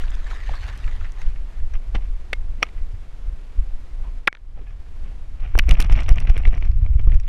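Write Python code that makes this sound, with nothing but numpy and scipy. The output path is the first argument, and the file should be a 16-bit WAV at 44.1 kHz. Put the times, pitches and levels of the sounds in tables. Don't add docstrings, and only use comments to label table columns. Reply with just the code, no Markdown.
import sys
import numpy as np
from scipy import signal
from scipy.fft import rfft, irfft, next_fast_len
from scipy.io import wavfile
from scipy.ndimage import uniform_filter1d

SR = 44100
rng = np.random.default_rng(int(sys.argv[2]) if len(sys.argv) > 2 else 0)


def file_out(sig):
    cols = np.atleast_2d(sig).T
    lim = np.clip(cols, -1, 1)
    pcm = np.round(lim * 32767).astype(np.int16)
    wavfile.write(sys.argv[1], SR, pcm)


def field_ratio(decibels):
    return 10 ** (np.asarray(decibels, dtype=float) / 20)


N = 321048

# (time [s], level [dB])
AIR_LEVEL = [(0, -56), (1.2, -56), (4.2, -57), (4.27, -63), (4.29, -75), (4.4, -65.5), (4.5, -64),
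             (5.0, -56.5), (5.35, -58), (5.6, -60), (6.4, -62), (7.28, -62.5)]
# (frequency [Hz], level per Hz [dB])
AIR_TONE = [(80, -22), (120, -7), (200, -7.5), (320, -10.5), (500, -13.5), (900, -17), (1600, -20.5),
            (2200, -21.5), (4000, -28.5), (7000, -35), (11500, -42), (12800, -45.5), (13600, -70)]
# (frequency [Hz], level per Hz [dB])
DEEP_TONE = [(4.7, -22.5), (8.0, 9), (33, 6), (51, -4), (90, -18), (120, -45), (200, -120)]
# (frequency [Hz], level per Hz [dB])
UPPER_TONE = [(45, -25), (65, 0), (90, -4), (130, -13), (175, -28), (260, -48)]
# (time [s], level [dB])
TREMBLE_LEVEL = [(0, -30.5), (1.5, -30), (2.55, -36.5), (2.68, -37), (2.85, -29), (4.2, -37.5),
                 (4.32, -51.5), (4.55, -30.5), (5.45, -25.5), (5.6, -13), (7.1, -16), (7.28, -19.5)]
# (time [s], deep rumble level [dB], length [s], upper rumble relative to deep [dB])
BACK_LURCHES = [(0.01, -17, 0.71, -36.5), (0.504, -13.5, 0.068, -14.5), (0.614, -34.5, 0.095, -6),
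                (0.657, -28, 0.19, -0.5), (0.864, -10.5, 0.042, -14.5), (0.98, -16, 0.2, -17),
                (1.273, -12.5, 0.13, -18), (1.404, -19, 0.1, -21), (1.626, -11.5, 0.092, -28.5),
                (1.755, -21, 0.12, -20), (1.943, -14, 0.15, -17), (2.093, -17.5, 0.21, -34),
                (2.404, -18.5, 0.24, -13.5), (2.5, -18.5, 0.14, -25), (2.81, -16.5, 0.14, -17),
                (2.94, -22.5, 0.03, -5.5), (3.285, -18, 0.14, -17.5), (3.595, -8.5, 0.05, -35.5),
                (3.724, -17.5, 0.15, -27), (4.01, -19.5, 0.21, -16.5), (4.148, -20, 0.097, -26),
                (4.513, -27.5, 0.21, -15.5), (5.024, -16.5, 0.043, -27.5), (5.428, -15.5, 0.081, -28.5),
                (5.677, -9.5, 0.11, -18.5), (5.92, -16, 0.19, -2), (6.2, -19.5, 0.18, -4),
                (6.46, -13.5, 0.045, -7.5), (6.79, -18.5, 0.36, 0.5), (7.08, -7.5, 0.15, -8.5)]
# (time of upstroke [s], peak [dB], frequency [Hz])
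BODY_JOLTS = [(1.753, -10, 27.6), (5.559, -4.5, 39.9), (5.674, -6, 34.9), (5.718, 1.5, 41.6),
              (5.797, -6.5, 40), (5.929, -1.5, 41.3), (6.117, 2.5, 41.5), (6.302, 1, 41.2),
              (6.481, -0.5, 37.7), (6.699, -4.5, 49.1), (6.827, -6.5, 61), (6.913, -8, 52),
              (6.959, -3, 64.5), (7.077, -1.5, 62.3), (7.156, -2.5, 45.6)]
# (time [s], level [dB])
DRIBBLE_LEVEL = [(0, -53), (.25, -51), (.42, -49), (.62, -46), (.8, -51.5), (.95, -52), (1.3, -65.5),
                 (1.6, -61)]
# (frequency [Hz], level per Hz [dB])
DRIBBLE_TONE = [(250, -13), (480, -9.5), (750, -4), (1000, -6), (1400, -6), (1780, 0), (2250, -5),
                (3100, -9), (4500, -13), (5400, -19.5), (6300, -18), (9000, -28.5), (12500, -34),
                (14000, -55)]
# (time [s], level [dB])
WATER_SURGES = [
    (0.004, -46),
    (.12, -49),
    (.32, -44),
    (0.521, -46.5),
    (0.69, -44),
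    (.87, -50.5),
    (1.04, -58),
    (1.21, -48),
]
# (time [s], level [dB])
RUB_LEVEL = [
    [(5.35, -62.5), (5.6, -53), (5.9, -50.5), (6.5, -58), (6.75, -60), (7.28, -62.5)],
]
# (centre time [s], length [ms], bright level [dB], dull level [dB])
COAT_FLAPS = [(1.752, 36, -39, -74), (1.953, 21, -29.5, -25), (2.03, 66, -49.5, -70), (2.595, 60, -62, -48),
              (2.66, 60, -46, -69.5), (2.771, 78, -53.5, -64), (4.069, 110, -55, -65),
              (4.579, 62, -56.5, -46.5), (4.615, 11.5, -70, -49), (4.69, 77, -51.5, -71),
              (5.08, 72, -49.5, -49), (5.4, 30, -50, -55), (5.442, 60, -47.5, -48.5),
              (5.588, 16, -30.5, -24), (5.706, 79, -32, -24.5), (5.809, 86, -32, -29),
              (5.915, 46, -29, -28.5), (5.987, 84, -31.5, -33), (6.098, 40, -33, -30.5),
              (6.185, 98, -41.5, -36), (6.288, 42, -31.5, -29), (6.371, 86, -42, -37),
              (6.464, 42, -36.5, -32.5), (6.541, 81, -41, -36.5), (6.643, 78, -46, -40),
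              (6.864, 40, -53, -41), (6.995, 14, -40, -34), (7.045, 30, -55, -47), (7.095, 20, -56, -47.5),
              (7.137, 59, -50, -37)]
# (frequency [Hz], level per Hz [dB])
MOUNT_TONE = [(120, 16), (250, 3), (700, -9.5), (1200, -31.5), (2000, -36)]
# (frequency [Hz], level per Hz [dB])
HOUSING_TONE = [(450, -24.5), (700, 2), (900, -5), (1180, 2), (1620, -4), (2350, 2), (3200, -7),
                (4000, -23), (4900, -31), (5600, -14.5), (6400, -35), (9000, -49.5), (14000, -62)]
# (frequency [Hz], level per Hz [dB])
SPRAY_TONE = [(2500, -28), (4200, 8.5), (6000, -1.5), (9000, -9.5), (13500, -24.5), (16000, -30.5)]
# (time [s], peak [dB], frequency [Hz], time to fall 60 dB [s])
RINGING_NOTES = [(2.3325, -31, 2153, 0.065), (2.333, -51, 5776, 0.04), (2.6232, -29.5, 690, .03),
                 (2.6272, -16.5, 690, 0.017), (2.6272, -14.5, 5570, .014), (2.6305, -25, 5800, .012),
                 (2.6278, -7, 3320, .013), (2.627, -30, 8900, .009), (2.6275, -22, 4480, .009),
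                 (2.6275, -18, 1222, .03), (2.6278, -10, 2430, 0.014), (2.636, -44.5, 2000, 0.069),
                 (2.6268, -38, 14900, .008), (4.2745, -16, 2000, .01), (4.279, -22, 790, .02),
                 (4.285, -44, 2250, .1), (4.2805, -14, 1563, .018), (1.952, -32, 2200, .03),
                 (4.05, -52, 950, .15), (4.075, -52, 1050, .1), (2.78, -52, 2000, .12),
                 (4.67, -52, 1700, .12), (4.675, -55, 2500, .12)]
# (frequency [Hz], level [dB], time to fall 60 dB [s])
HOUSING_RING = [(2200, -14, 0.072), (2440, -12, .025), (3250, -5, 0.008), (5650, -8, .012)]
# (time [s], peak [dB], pitch [Hz], treble relative [dB], thud relative [dB])
STRAP_SCUFFS = [
    (1.736, -39.5, 1900, -4.5, -9),
    (1.9463, -40.5, 690, -52.5, 13),
    (1.955, -26.5, 2040, -22, -16),
    (1.949, -30, 3000, -14, -10),
    (1.962, -34, 2600, -14, -10),
    (1.979, -42, 720, -24, -21),
    (4.612, -41, 377, -38, -3),
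]
# (time [s], peak [dB], pitch [Hz], treble relative [dB], thud relative [dB])
FIRST_BLOW = [
    (2.3293, -38, 890, -20, 13.5),
    (2.331, -8.5, 2170, -17.5, -12.5),
    (2.3331, -17, 3000, -23, -20),
    (2.335, -25, 2000, -35.5, -15),
]
# (time [s], peak [dB], pitch [Hz], treble relative [dB], thud relative [dB])
SECOND_BLOW = [(2.6183, -44, 2600, -7.5, -10), (2.6235, -27, 2500, -43, 5), (2.627, -23, 1220, -20, 1),
               (2.628, -4.5, 2460, -24, -23), (2.6285, -30, 4500, -6, -20), (2.629, -8.5, 2530, -30, -15),
               (2.6313, -14, 1220, -11.5, -3.5), (2.633, -25, 2700, -30.5, -18.5),
               (2.6374, -29.5, 2520, -9, 0), (2.641, -37, 2300, -16.5, -12),
               (2.654, -43.5, 2300, -21.5, -13), (2.667, -36.5, 2300, -20, -1.5),
               (2.690, -38, 2370, -27.5, -17)]
# (time [s], peak [dB], pitch [Hz], treble relative [dB], thud relative [dB])
THIRD_BLOW = [
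    (4.2735, -8, 3030, -19, -8.5),
    (4.276, 0.5, 2330, -23, -36),
    (4.2793, -2.5, 1510, -32, -13),
    (4.283, -12, 1510, -30, -22),
    (4.3277, -23, 2080, -15.5, -15),
    (4.3525, -35, 1540, -22, -11),
    (4.3505, -30, 2500, -22, -25),
    (4.372, -43, 1600, -27, -19),
    (4.3699, -41, 2600, -24, -20),
]
# (first [ms], second [ms], third [ms])
BLOW_SCRAPE_MS = (0.89, 0.68, 0.33)
# (time [s], peak [dB], pitch [Hz], treble
# relative [dB], scrape length [ms])
SOFT_SLAPS = [(0.037, -33, 1620, -32, 3.1), (0.311, -28.5, 1390, -30, 4.3), (0.493, -26, 800, -46, 1),
              (0.536, -29, 1150, -36, 10), (0.631, -35, 1650, -16, 12), (0.841, -33, 2600, -25, 2.6),
              (0.877, -32, 1690, -30, 3.8), (1.011, -36.5, 1360, -25, 8.4), (1.044, -34, 1900, -17, 14),
              (1.216, -31, 1950, -7, 2.9), (0.08, -37.5, 2770, -20, 3), (0.331, -32.5, 990, -35, 1.8),
              (0.686, -34, 1900, -15, 10), (0.733, -37, 1500, -20, 6), (0.924, -40.5, 1850, -25, 4),
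              (1.173, -41.5, 1960, -25, 3), (1.36, -39, 1940, -27, 2.6), (4.039, -45, 940, -40, 35),
              (4.572, -44, 720, -39, 10.7), (4.664, -52, 2430, -39, 11)]
# (time [s], peak [dB], treble relative [dB], thud relative [dB])
BUCKLE_FACE_HITS = [(5.449, -38.5, -29, -18), (5.5774, -28.5, -1, 10), (5.5885, -11, -1, -33),
                    (5.5928, -3.5, -49, -38), (5.6914, -17.5, -4.5, -10), (5.699, -30.5, -12, -5),
                    (5.738, -37, 1.5, -13), (5.7518, -27, -26, -25), (5.802, -17.5, 0, -9),
                    (5.8141, -24, -3, -8), (5.8964, -28, -27.5, 7), (5.924, -25, -5, -9),
                    (5.954, -27.5, -35, -23), (5.9617, -28.5, -14, -14), (5.974, -36.5, -15, -14),
                    (5.9905, -20, -44, -10), (6.0616, -32, -24, -2), (6.0906, -20, -4, -7),
                    (6.158, -34.5, -4.5, -9), (6.183, -21, -36, -20), (6.2726, -23.5, -35, -19),
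                    (6.3662, -23.5, -30, -2), (6.4352, -32.5, -42, -1), (6.4528, -20.5, -32, -8),
                    (6.541, -30.5, -29, -5), (6.6249, -26.5, -34, -2.5), (6.8628, -34.5, -32, 1.5),
                    (6.9944, -35, -26, -13), (7.119, -29.5, -34, -5), (7.143, -37, -6.5, -7)]
# (time [s], peak [dB], pitch [Hz], treble relative [dB], thud relative [dB])
BUCKLE_SIDE_HITS = [(5.5533, -24.5, 1250, -45, 8), (5.552, -34.5, 2390, -40, -20),
                    (5.7102, -10, 3000, -13.5, -22), (5.8236, -21, 3340, -4, -23),
                    (5.844, -31.5, 1510, -8, -19), (5.916, -44, 1140, -15, -10),
                    (6.005, -33, 3170, -3, -19), (6.0324, -41, 3000, 1, -11), (6.044, -45, 1290, -3.5, -21),
                    (6.112, -35, 2300, -5, 8), (6.1419, -39.5, 2620, -10, -11),
                    (6.2015, -30.5, 2320, -0.5, -24), (6.2516, -36, 2100, -27, 4),
                    (6.297, -28.5, 2400, -7.5, -17), (6.3773, -25.5, 1900, -7, -23),
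                    (6.405, -44.5, 2000, -10, -3), (6.4751, -32, 1900, -10, 8.5), (6.549, -45, 3820, 2, -6),
                    (6.6477, -38, 2070, -12, -9), (6.7153, -47, 4200, -15, -13), (7.0727, -31, 400, -37, 1),
                    (7.2788, -29.5, 2400, -5.5, 1), (5.8047, -24, 2800, -6, -20), (5.8, -25, 2200, -7, -10),
                    (5.908, -31.5, 2400, -20, -3), (7.199, -39, 2320, -1, -25)]
# (time [s], peak [dB], pitch [Hz])
SMALL_TICKS = [(0.105, -40, 6800), (0.152, -39, 5700), (0.554, -37, 4500), (0.776, -39, 8900),
               (1.12, -39.5, 7100), (4.588, -48.5, 1890), (4.707, -45.5, 1680), (5.4047, -44.5, 3020),
               (5.6452, -47, 3000), (5.839, -46, 8000), (5.866, -49, 6000), (5.919, -38, 5600),
               (5.928, -31, 5400), (6.04, -41, 4000), (6.0662, -43, 4000), (6.0855, -30.5, 2600),
               (6.126, -35, 4000), (6.2208, -45, 4200), (6.3105, -44, 3020), (6.3396, -51, 3000),
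               (6.3575, -42, 2000), (6.383, -40, 5630), (6.4269, -46, 4000), (6.467, -41, 3500),
               (6.478, -40, 3500), (6.491, -45, 4000), (6.5112, -50, 2500), (6.529, -40, 2200),
               (6.5725, -45, 5600), (6.59, -53, 5040), (6.6107, -49, 6000), (6.6535, -37, 2500),
               (6.7581, -55.5, 5500), (6.795, -56, 3500), (6.825, -51, 3020), (7.013, -42.5, 2500),
               (7.138, -45, 2500), (7.1495, -42.5, 2500), (7.166, -50, 3000), (5.726, -40, 5000),
               (5.741, -40.5, 4000), (5.845, -40, 5600), (5.848, -40, 4500), (2.409, -48, 2000),
               (2.525, -47, 2000), (4.343, -52, 900), (6.4735, -42, 3500), (6.299, -38, 4000),
               (6.665, -46, 2200), (5.811, -38, 9000), (5.819, -34, 5600), (5.934, -45, 5600),
               (5.965, -39, 5000), (6.0345, -42.5, 4000), (6.014, -45, 5600), (7.234, -49, 3000)]


def evened(x):
    return x / np.sqrt(np.mean(x ** 2) + 1e-20)


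def peaked(x):
    return x / np.max(abs(x))


def level(rows, fade=.02):
    rows, t = np.array(rows), np.arange(N) / SR
    inside = np.minimum(t - rows[0, 0] + fade, rows[-1, 0] + fade - t)
    return field_ratio(np.interp(t, rows[:, 0], rows[:, -1])) * np.clip(inside / fade, 0, 1)


def colour(x, points):
    hz, db = np.transpose(points)
    size = next_fast_len(len(x))
    pitch = np.log(np.fft.rfftfreq(size, 1 / SR) + 1)
    gain = field_ratio(np.interp(pitch, np.log(hz + 1), db, left=-90, right=-90))
    return evened(irfft(rfft(x, size) * gain, size)[:len(x)])


def bandpass(x, order, low_hz, high_hz):
    return signal.lfilter(*signal.butter(order, [low_hz, high_hz], "bandpass", fs=SR), x)


def resonance(x, hz, sharpness):
    return signal.lfilter(*signal.iirpeak(hz, sharpness, fs=SR), x)


def grit(per_s, spread_db):
    size = field_ratio(spread_db * np.minimum(rng.exponential(1, N), 4))
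    return size * rng.standard_normal(N) * (rng.random(N) < per_s / SR)


def wander(hz):
    slow = signal.sosfilt(signal.butter(2, hz, fs=SR, output="sos"), rng.standard_normal(N))
    return np.clip(evened(slow), -2.5, 2.5)


def steadied(x, size):
    return x / (0.4 + np.sqrt(abs(uniform_filter1d(x ** 2, size=size))))


def swells(at_s, db, length_s):
    t = np.arange(0, N, 64)[:, None] / SR
    u = (t - at_s) / length_s
    lengths_away = np.where(u < 0, -u / 0.67, u)
    power = (field_ratio(db - 17.5 * lengths_away) ** 2).sum(axis=1)
    return np.interp(np.arange(N) / SR, t[:, 0], power)


def patchy(x, patch_db):
    z = signal.stft(x, nperseg=512)[2]
    blots = uniform_filter1d(rng.standard_normal(z.shape), size=5, axis=0)
    blots = uniform_filter1d(blots, size=7, axis=1)
    blotched = signal.istft(z * field_ratio(patch_db * evened(blots)), nperseg=512)[1]
    return evened(blotched[:N])


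def add(mix, s, sound):
    part = mix[round(s * SR):][:len(sound)]
    part += sound[:len(part)]


def air():
    flickering = rng.standard_normal(N) * field_ratio(0.74 * wander(33))
    return field_ratio(3.5) * level(AIR_LEVEL) * colour(flickering, AIR_TONE)


def dribble():
    t, bubbles = np.arange(900) / SR, np.zeros(N)
    clumps = field_ratio(3.8 * wander(12))
    births = grit(60, 2.2)
    for hz, shift in zip(np.geomspace(950, 3300, num=20), rng.integers(0, N, size=20)):
        blip = np.sin(2 * np.pi * hz * t * (1 + 3.5 * t))
        blip *= np.exp(-t * hz / 10.0) * np.minimum(t / 0.00035, 1)
        clumped = np.roll(births, shift) * np.roll(clumps, -shift)
        bubbles += signal.oaconvolve(clumped, blip)[:N] * min(1, (1900 / hz) ** 2)
    fizz = colour(grit(6000, 3.0) * field_ratio(1.4 * wander(25)), DRIBBLE_TONE)
    at_s, surge_db = np.transpose(WATER_SURGES)
    flow = np.sqrt(level(DRIBBLE_LEVEL) ** 2 + swells(at_s, surge_db, 0.11))
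    return flow * (field_ratio(-5.5) * evened(bubbles) + field_ratio(0.5) * patchy(fizz, patch_db=3.5))


def rumble():
    deep = steadied(colour(rng.standard_normal(N), DEEP_TONE), size=4000)
    upper = colour(rng.standard_normal(N) * field_ratio(3.5 * wander(25)), UPPER_TONE)
    upper = steadied(upper, size=3000)
    at_s, deep_db, length_s, upper_db = np.transpose(BACK_LURCHES)
    tremble = level(TREMBLE_LEVEL)
    deep_power = tremble ** 2 + swells(at_s, deep_db, length_s)
    upper_power = (field_ratio(-13) * tremble) ** 2 + swells(at_s, deep_db + upper_db, length_s)
    out = field_ratio(2.5) * deep * np.sqrt(deep_power) + field_ratio(-2.5) * upper * np.sqrt(upper_power)
    t = np.arange(-2205, 2205) / SR
    for s, db, hz in BODY_JOLTS:
        u = 2 * np.pi * hz * t
        dip_then_crest = u * np.exp(-u ** 2 / np.where(u < 0, 3.5, 6.0))
        add(out, s + t[0], field_ratio(db) * peaked(dip_then_crest))
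    return 1.1 * np.tanh(out / 1.1)


def rub():
    bright, dull = np.zeros(N), np.zeros(N)
    for s, ms, bright_db, dull_db in COAT_FLAPS:
        u = np.linspace(0, 1, round(ms * 1.28 * SR / 1000))
        swell = peaked(u ** 0.9 * (1 - u) ** 1.5)
        add(bright, s - 0.39 * len(u) / SR, field_ratio(bright_db - 7.0) * swell)
        add(dull, s - 0.37 * len(u) / SR, field_ratio(dull_db - 2.0) * swell)
    grains = grit(4000, 2.1) * field_ratio(4.0 * wander(80))
    drops = field_ratio(-20) * colour(grit(200, 4.5), SPRAY_TONE)
    through_housing = (bright + level(RUB_LEVEL[0])) * colour(grains, HOUSING_TONE)
    return through_housing + bright * drops + dull * colour(grains, MOUNT_TONE)


def notes():
    out, t = np.zeros(N), np.arange(4000) / SR
    for s, db, hz, t60 in RINGING_NOTES:
        rise = 1 - np.exp(-t * 1000 / 0.6)
        add(out, s, field_ratio(db - 60 * t / t60) * rise * np.sin(2 * np.pi * hz * t))
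    return out


def knock(db, hz, treble_db, thud_db, ms, ring_db, noise):
    t = np.arange(noise.shape[1]) / SR
    fall = np.exp(-t * 1000 / np.clip(ms, .1, 30)) * np.minimum(t * 1000 / np.clip(ms, .1, 1.5), 1)
    first_contact = np.exp(-(t * 1000 / 0.036 - 2) ** 2)
    drive = noise[0] * fall + first_contact
    spot_ring = np.sin(2 * np.pi * hz * t) * t * np.exp(-(1.26 - 0.0093 * db) * hz * t)
    spot = signal.fftconvolve(drive, spot_ring)[:len(t)]
    modes = sum(field_ratio(d - 60 * t / t60) * np.sin(2 * np.pi * f * t) for f, d, t60 in HOUSING_RING)
    after = signal.fftconvolve(drive, modes)[:len(t)]
    top_hz = np.clip(13300 + 279 * (db + treble_db + 20), 6500, 15800)
    tick = bandpass(signal.lfilter([1], [1, -.35], noise[1] * fall ** 1.8), 2, 3700, top_hz)
    cavity = 3.5 * resonance(tick, 5650, 10) + 1.2 * resonance(tick, 9000, 8)
    tick = tick + cavity + 0.5 * resonance(tick, 14900, 12)
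    thud = bandpass(uniform_filter1d(drive, size=9, origin=4), 2, 200, 950)
    buzz = bandpass(noise[1] * fall ** .5, 3, 1000, 3600)
    after_gain = field_ratio(ring_db + 0.097 * db)
    parts = peaked(spot) + after_gain * peaked(after) + field_ratio(-12.5) * peaked(buzz)
    return field_ratio(db) * (parts + field_ratio(treble_db + 0.5) * peaked(tick) + field_ratio(thud_db - 1.5) * peaked(thud))


def buckle():
    rows = [(*row, 5.3) for row in STRAP_SCUFFS]
    start_s = BUCKLE_FACE_HITS[0][0]
    for s, db, *rest in BUCKLE_FACE_HITS:
        face_hz = 2370 - 120 * (s - start_s)
        rows.append((s, db, face_hz, *rest, 1.3))
    rows += [(*row, 1.3) for row in BUCKLE_SIDE_HITS]
    rows = [(*row, -22) for row in rows]
    rows += [(s, db, hz, treble_db, -14, ms, -30) for s, db, hz, treble_db, ms in SOFT_SLAPS]
    blows = (FIRST_BLOW, SECOND_BLOW, THIRD_BLOW)
    for blow, ms, ring_db in zip(blows, BLOW_SCRAPE_MS, (-22, -18, -34)):
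        rows += [(*row, ms, ring_db) for row in blow]
    rows += [(*row, -11, -17.5, 0.87, -30) for row in SMALL_TICKS]
    out = np.zeros(N)
    for row, noise in zip(rows, rng.standard_normal((len(rows), 2, 3000))):
        add(out, row[0] + .0001, knock(*row[1:], noise))
    return out


def scene():
    return (air() + dribble() + rumble() + rub() + notes() + buckle())[None]


def band_limit(x):
    return signal.sosfilt(signal.butter(12, 16480, fs=SR, output="sos"), x)


def record(dry):
    clipped = np.clip(dry - dry.mean(), -1, 1)
    limited = signal.oaconvolve(clipped, signal.firwin(101, 15500, fs=SR)[None], "same")
    return band_limit(limited)


dry = scene()
out = record(dry)
file_out(out)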